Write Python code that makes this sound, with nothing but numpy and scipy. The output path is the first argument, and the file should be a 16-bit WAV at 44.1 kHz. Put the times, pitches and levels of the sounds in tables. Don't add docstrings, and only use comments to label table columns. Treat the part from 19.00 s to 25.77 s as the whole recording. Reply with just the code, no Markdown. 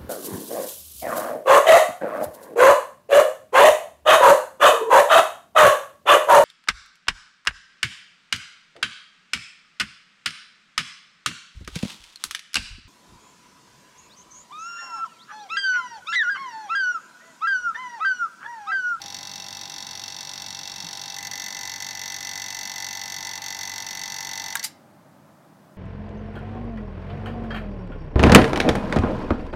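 import sys
import numpy as np
from scipy import signal
from scipy.fft import rfft, irfft, next_fast_len
from scipy.io import wavfile
from scipy.ndimage import map_coordinates

SR = 44100
rng = np.random.default_rng(int(sys.argv[2]) if len(sys.argv) > 2 else 0)


def transcribe(u):
    v = np.clip(np.atleast_2d(u).T, -1, 1)
    q = np.round(v * 32767).astype(np.int16)
    wavfile.write(sys.argv[1], SR, q)


N = 298557

# shaft_multiple, mains_multiple, start_level_db, loaded_level_db
WHINE_TONES = [(30, 0, -61.5, -60), (29, 2, -64, -78), (30, 2, -52, -48.5), (29, 4, -63, -52),
               (30, 4, -60, -48), (30, 6, -56.5, -55), (0, 2, -63.5, -62.5)]
# pitch_hz, level_db
MOTOR_AIR = [(300, -16), (600, -14.5), (900, -2.5), (1200, -11), (2000, -9.5), (2600, -13), (4500, -10.5),
             (7000, -26), (15000, -28.5)]
# pitch_hz, level_db
VENT_AIR = [(15, -74), (25, -49), (70, -25), (84, -18.5), (144, -3), (170, -4), (307, -5.5), (437, -16),
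            (620, -7), (710, -11), (812, -10.5), (955, -13), (1280, -14.5), (2660, -29), (15800, -37)]
# pitch_hz, level_db
FAN_TONES = [(100, -65.5), (147, -64.5), (200, -63.5), (810, -68)]
# start_s, change_db
WEAK_STROKES = [(.04, -3.5), (.678, -5), (2.208, -6), (2.292, -22), (2.781, -8), (2.93, -6), (2.973, -4),
                (3.739, -3), (3.994, -4), (4.398, -20), (4.845, -6.5), (5.546, -15)]
# pitch_hz, width_hz, tight_level_db, loose_level_db
CASING_NOTES = [(1537, 120, -20.5, -16), (1778, 31, -15.5, -5), (2010.7, 34.7, -9, 3), (2134, 45, -26, -11),
                (2214, 25, -17.5, -12), (2685, 27.5, -10.5, -10.5), (3417, 130, -11, -10.5),
                (3643, 87, -10, -10.5), (3806, 32, -4.5, -6), (4140, 54, -13.5, -13),
                (4427, 46, -3.5, -1.6), (4553, 112, -16.5, -7), (4840, 104, -11.5, -18),
                (5130, 98, -11.5, -10.5), (5558, 55.5, -3.5, -4), (5854, 69, -4, 0.0), (6130, 60, -26, -11),
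                (6400, 51, -10, -4), (6680, 130, -33.7, -14.5), (6940, 37, -18.5, -15.5),
                (7390, 44, -15.5, -11.5), (8570, 71, -47, -20), (8640, 67, -24, -27.5),
                (10560, 97, -29, -25.5), (11030, 110, -29, -30), (12040, 77, -42, -20),
                (13150, 260, -36, -24), (13660, 130, -33, -19), (14666, 202, -39, -29)]
# pitch_hz, level_db
CLATTER_NOISE = [(1000, -44), (1500, -7.5), (2300, -16), (2900, -6), (3400, -3), (4600, -5), (6300, -10.5),
                 (7500, -4.5), (10500, -12.5), (11600, -20.5), (13400, -8), (15800, -36)]
# pitch_hz, fade_s
ROOM_FADE = [(200, 0.24), (2000, 0.4), (6000, 0.26), (14000, 0.11)]
# pitch_hz, level_db
SNAP_NOISE = [(240, -62), (400, -29), (812, -16), (1070, -11.5), (1600, -9), (2570, -19), (3720, -9),
              (4620, -31), (5470, -15), (6470, -15), (8410, -12.5), (15800, -24)]
# pitch_hz, level_db, fade_s
LEVER_NOTES = [(918, -3, 0.06), (1115, -8.5, 0.09), (1414, 9, 0.024), (1625, 6.5, 0.037), (3830, -9, 0.06)]
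# pitch_hz, level_db
RASP_NOISE = [(410, -47), (700, -15), (862, -22), (1590, -16), (2070, -8.5), (2450, -15), (4400, -7.5),
              (4820, -8), (5640, -10), (13300, -13), (15800, -30)]
# start_s, level_db, rise_s, fade_s
STALL_SCRAPES = [(5.637, -21.5, 0.0032, 0.073), (5.643, -16, 0.0086, 0.038), (5.661, -39, 0.0022, 0.11)]
# pitch_hz, level_db, fade_s
STALL_NOTES = [(874, -12, 0.15), (2064, -9, 0.11), (3750, -5, .06), (4880, 8, 0.038), (5300, -20, 0.3),
               (7600, 4.5, 0.048), (8760, 1, .06), (10560, -6, 0.1)]

MAINS_HZ, RUN_HZ = 50, 23.523
LOOSE_S, DRAG_HZ = 2.155, .019
SNAP_S, POWER_OFF_S = 5.5542, 5.56
COAST_S, BRAKE_HZ_PER_S, REST_S = 5.549, 136, 5.66


def amp(db):
    return 10 ** (np.asarray(db) / 20)


def unit(x):
    return x / np.sqrt(np.mean(x ** 2) + 1e-20)


def clock(size=N):
    return np.arange(size) / SR


def along(table, hz):
    pitches, values = np.transpose(table)
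    return np.interp(np.log(hz + 1), np.log(pitches + 1), values)


def wobble(rate):
    return map_coordinates(rng.standard_normal(int(N * rate / SR) + 4), [clock() * rate])


def filtered(x, gain_at):
    size = next_fast_len(N + SR // 2)
    return irfft(rfft(x, size) * gain_at(np.fft.rfftfreq(size, 1 / SR)), size)[:N]


def noise(table):
    return unit(filtered(rng.standard_normal(N), lambda hz: amp(along(table, hz))))


def burst(t, rise_s, fade_s):
    t = np.maximum(t, 0)
    return (1 - np.exp(-t / rise_s)) * np.exp(-np.log(1000) * t / fade_s)


def ringing(notes, start_s):
    t = clock() - start_s
    return sum(amp(db) * burst(t, .001, fade_s) * np.sin(2 * np.pi * hz * t) for hz, db, fade_s in notes)


def shaft_speed(t):
    running = RUN_HZ - DRAG_HZ * (t > LOOSE_S)
    return (running - BRAKE_HZ_PER_S * np.maximum(t - COAST_S, 0)) * (t < REST_S)


def shaft_turns():
    return np.cumsum(shaft_speed(clock())) / SR


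def motor(air_db=-49, waver_db=1.43):
    t, turns = clock(), shaft_turns()
    load = np.clip(t / POWER_OFF_S, 0, 1)
    whine = np.zeros(N)
    for shaft_multiple, mains_multiple, start_db, loaded_db in WHINE_TONES:
        cycles = shaft_multiple * turns + mains_multiple * MAINS_HZ * t + rng.random()
        level_db = start_db + load * (loaded_db - start_db) + waver_db * wobble(7)
        whine += np.sqrt(2) * amp(level_db) * np.sin(2 * np.pi * cycles)
    current = np.exp(-np.maximum(t - POWER_OFF_S, 0) / .0099)
    air = amp(air_db + 3.5 * load) * shaft_speed(t) / RUN_HZ * noise(MOTOR_AIR)
    return whine * current + air


def whistle(level_db=-60, pitch_hz=2690, width_hz=25):
    tone = filtered(rng.standard_normal(N), lambda hz: 1 / (1 + ((hz - pitch_hz) / width_hz) ** 2))
    return amp(level_db) * shaft_speed(clock()) / RUN_HZ * unit(tone)


def ventilation(air_db=-53.5):
    hum = sum(amp(db + 3.3 * wobble(6)) * np.sin(2 * np.pi * hz * clock() + wobble(6))
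              for hz, db in FAN_TONES)
    return amp(air_db) * noise(VENT_AIR) + hum


def stroke_times(limp_s=.00026, jitter_s=.000045):
    strokes_done = np.floor(2 * shaft_turns() - .795)
    times = np.flatnonzero(np.diff(strokes_done)) / SR
    return times - limp_s * (-1) ** np.arange(len(times)) + rng.normal(0, jitter_s, len(times))


def stroke_force_db(times, start_db=-.44, build_db_per_s=.58, coast_db_per_hz=.2, chance_db=.94):
    build_db = (start_db + build_db_per_s * times) * (times < LOOSE_S)
    force_db = build_db - coast_db_per_hz * (RUN_HZ - shaft_speed(times))
    for start_s, change_db in WEAK_STROKES:
        force_db[np.argmin(abs(times - start_s))] += change_db
    return force_db + rng.normal(0, chance_db, len(times))


def sharp_start(power):
    cepstrum = irfft(np.log(power + 1e-12) / 2)
    half = cepstrum.shape[-1] // 2
    fold_forward = np.r_[1, np.full(half - 1, 2), 1, np.zeros(half - 1)]
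    return np.exp(rfft(cepstrum * fold_forward))


def metal_smear(hz, width_hz=345, count=16):
    centres = np.geomspace(1500, 15000, count)[:, None] * np.exp(rng.normal(0, .03, (count, 1)))
    pole = centres ** 2 - hz ** 2 + 1j * hz * width_hz * np.sqrt(centres / np.median(centres))
    return np.prod(pole.conj() / pole, axis=0)


def casing_rings(loose, size, steepness=1.66):
    pitch_hz, width_hz, tight_db, loose_db = np.transpose(CASING_NOTES)
    hz = np.fft.rfftfreq(size, 1 / SR) + 1e-6
    off_pitch = (hz ** 2 - pitch_hz[:, None] ** 2) / (hz * steepness * width_hz[:, None])
    peaks = (1 + off_pitch ** 2) ** -steepness
    gains = np.outer(1 - loose, amp(tight_db)) + np.outer(loose, amp(loose_db))
    gains *= amp(rng.normal(0, 1, gains.shape))
    return irfft(sharp_start(gains ** 2 @ peaks) * metal_smear(hz))


def pump(ring_db=12, clatter_db=-41, tick_db=-42, uneven_db=1, gritty_db=2):
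    times, t = stroke_times(), clock(4096)
    loose = (times > LOOSE_S).astype(float)
    side = (-1) ** np.arange(len(times))
    force_db = stroke_force_db(times) + uneven_db * side * (1 - loose)
    rings = casing_rings(loose, len(t))
    clatter = amp(clatter_db) * burst(t, rise_s=.0008, fade_s=.04)
    tick = amp(tick_db) * burst(t - .0004, rise_s=.0002, fade_s=.016)
    grit_db = gritty_db * side - 4 * (1 - loose) + rng.normal(0, 1, len(times))
    hiss = np.pad(noise(CLATTER_NOISE), (0, len(t)))
    clacks = np.zeros(N + len(t))
    for start_s, force, grit, ring in zip(times, amp(force_db), amp(grit_db), rings):
        span = slice(round(start_s * SR), round(start_s * SR) + len(t))
        clacks[span] += force * (amp(ring_db) * ring + grit * (clatter + tick) * hiss[span])
    return clacks[:N]


def room_echo(x, delay_samples=180):
    hz, t, spectrum = signal.stft(rng.standard_normal(SR // 2), SR, nperseg=256)
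    fade = np.exp(-np.log(1000) * t / along(ROOM_FADE, hz)[:, None])
    _, tail = signal.istft(spectrum * fade, SR, nperseg=256)
    return signal.fftconvolve(np.pad(x, (delay_samples, 0)), tail / np.linalg.norm(tail))[:N]


def bump(start_s=1.835, level_db=-35, low_hz=170, high_hz=300):
    t = clock() - start_s
    notes = np.sin(2 * np.pi * low_hz * t) + .33 * np.sin(2 * np.pi * high_hz * t)
    return amp(level_db) * burst(t, rise_s=.0037, fade_s=.17) * notes


def switch(crack_db=-15, ring_db=-24):
    crack = burst(clock() - SNAP_S, rise_s=.00015, fade_s=.02) * noise(SNAP_NOISE)
    return amp(crack_db) * crack + amp(ring_db) * ringing(LEVER_NOTES, SNAP_S)


def stall(ring_db=-29):
    scrapes = sum(amp(db) * burst(clock() - start_s, rise_s, fade_s)
                  for start_s, db, rise_s, fade_s in STALL_SCRAPES)
    second_scrape_s = STALL_SCRAPES[1][0]
    return scrapes * noise(RASP_NOISE) + amp(ring_db) * ringing(STALL_NOTES, second_scrape_s)


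def scene():
    sharp = pump() + switch() + stall()
    echo = amp(-17) * room_echo(sharp)
    return (sharp + echo + motor() + whistle() + bump() + ventilation())[None]


def record(dry):
    top_hz = 15950
    return filtered(dry[0], lambda hz: hz < top_hz)[None]


dry = scene()
out = record(dry)
transcribe(out)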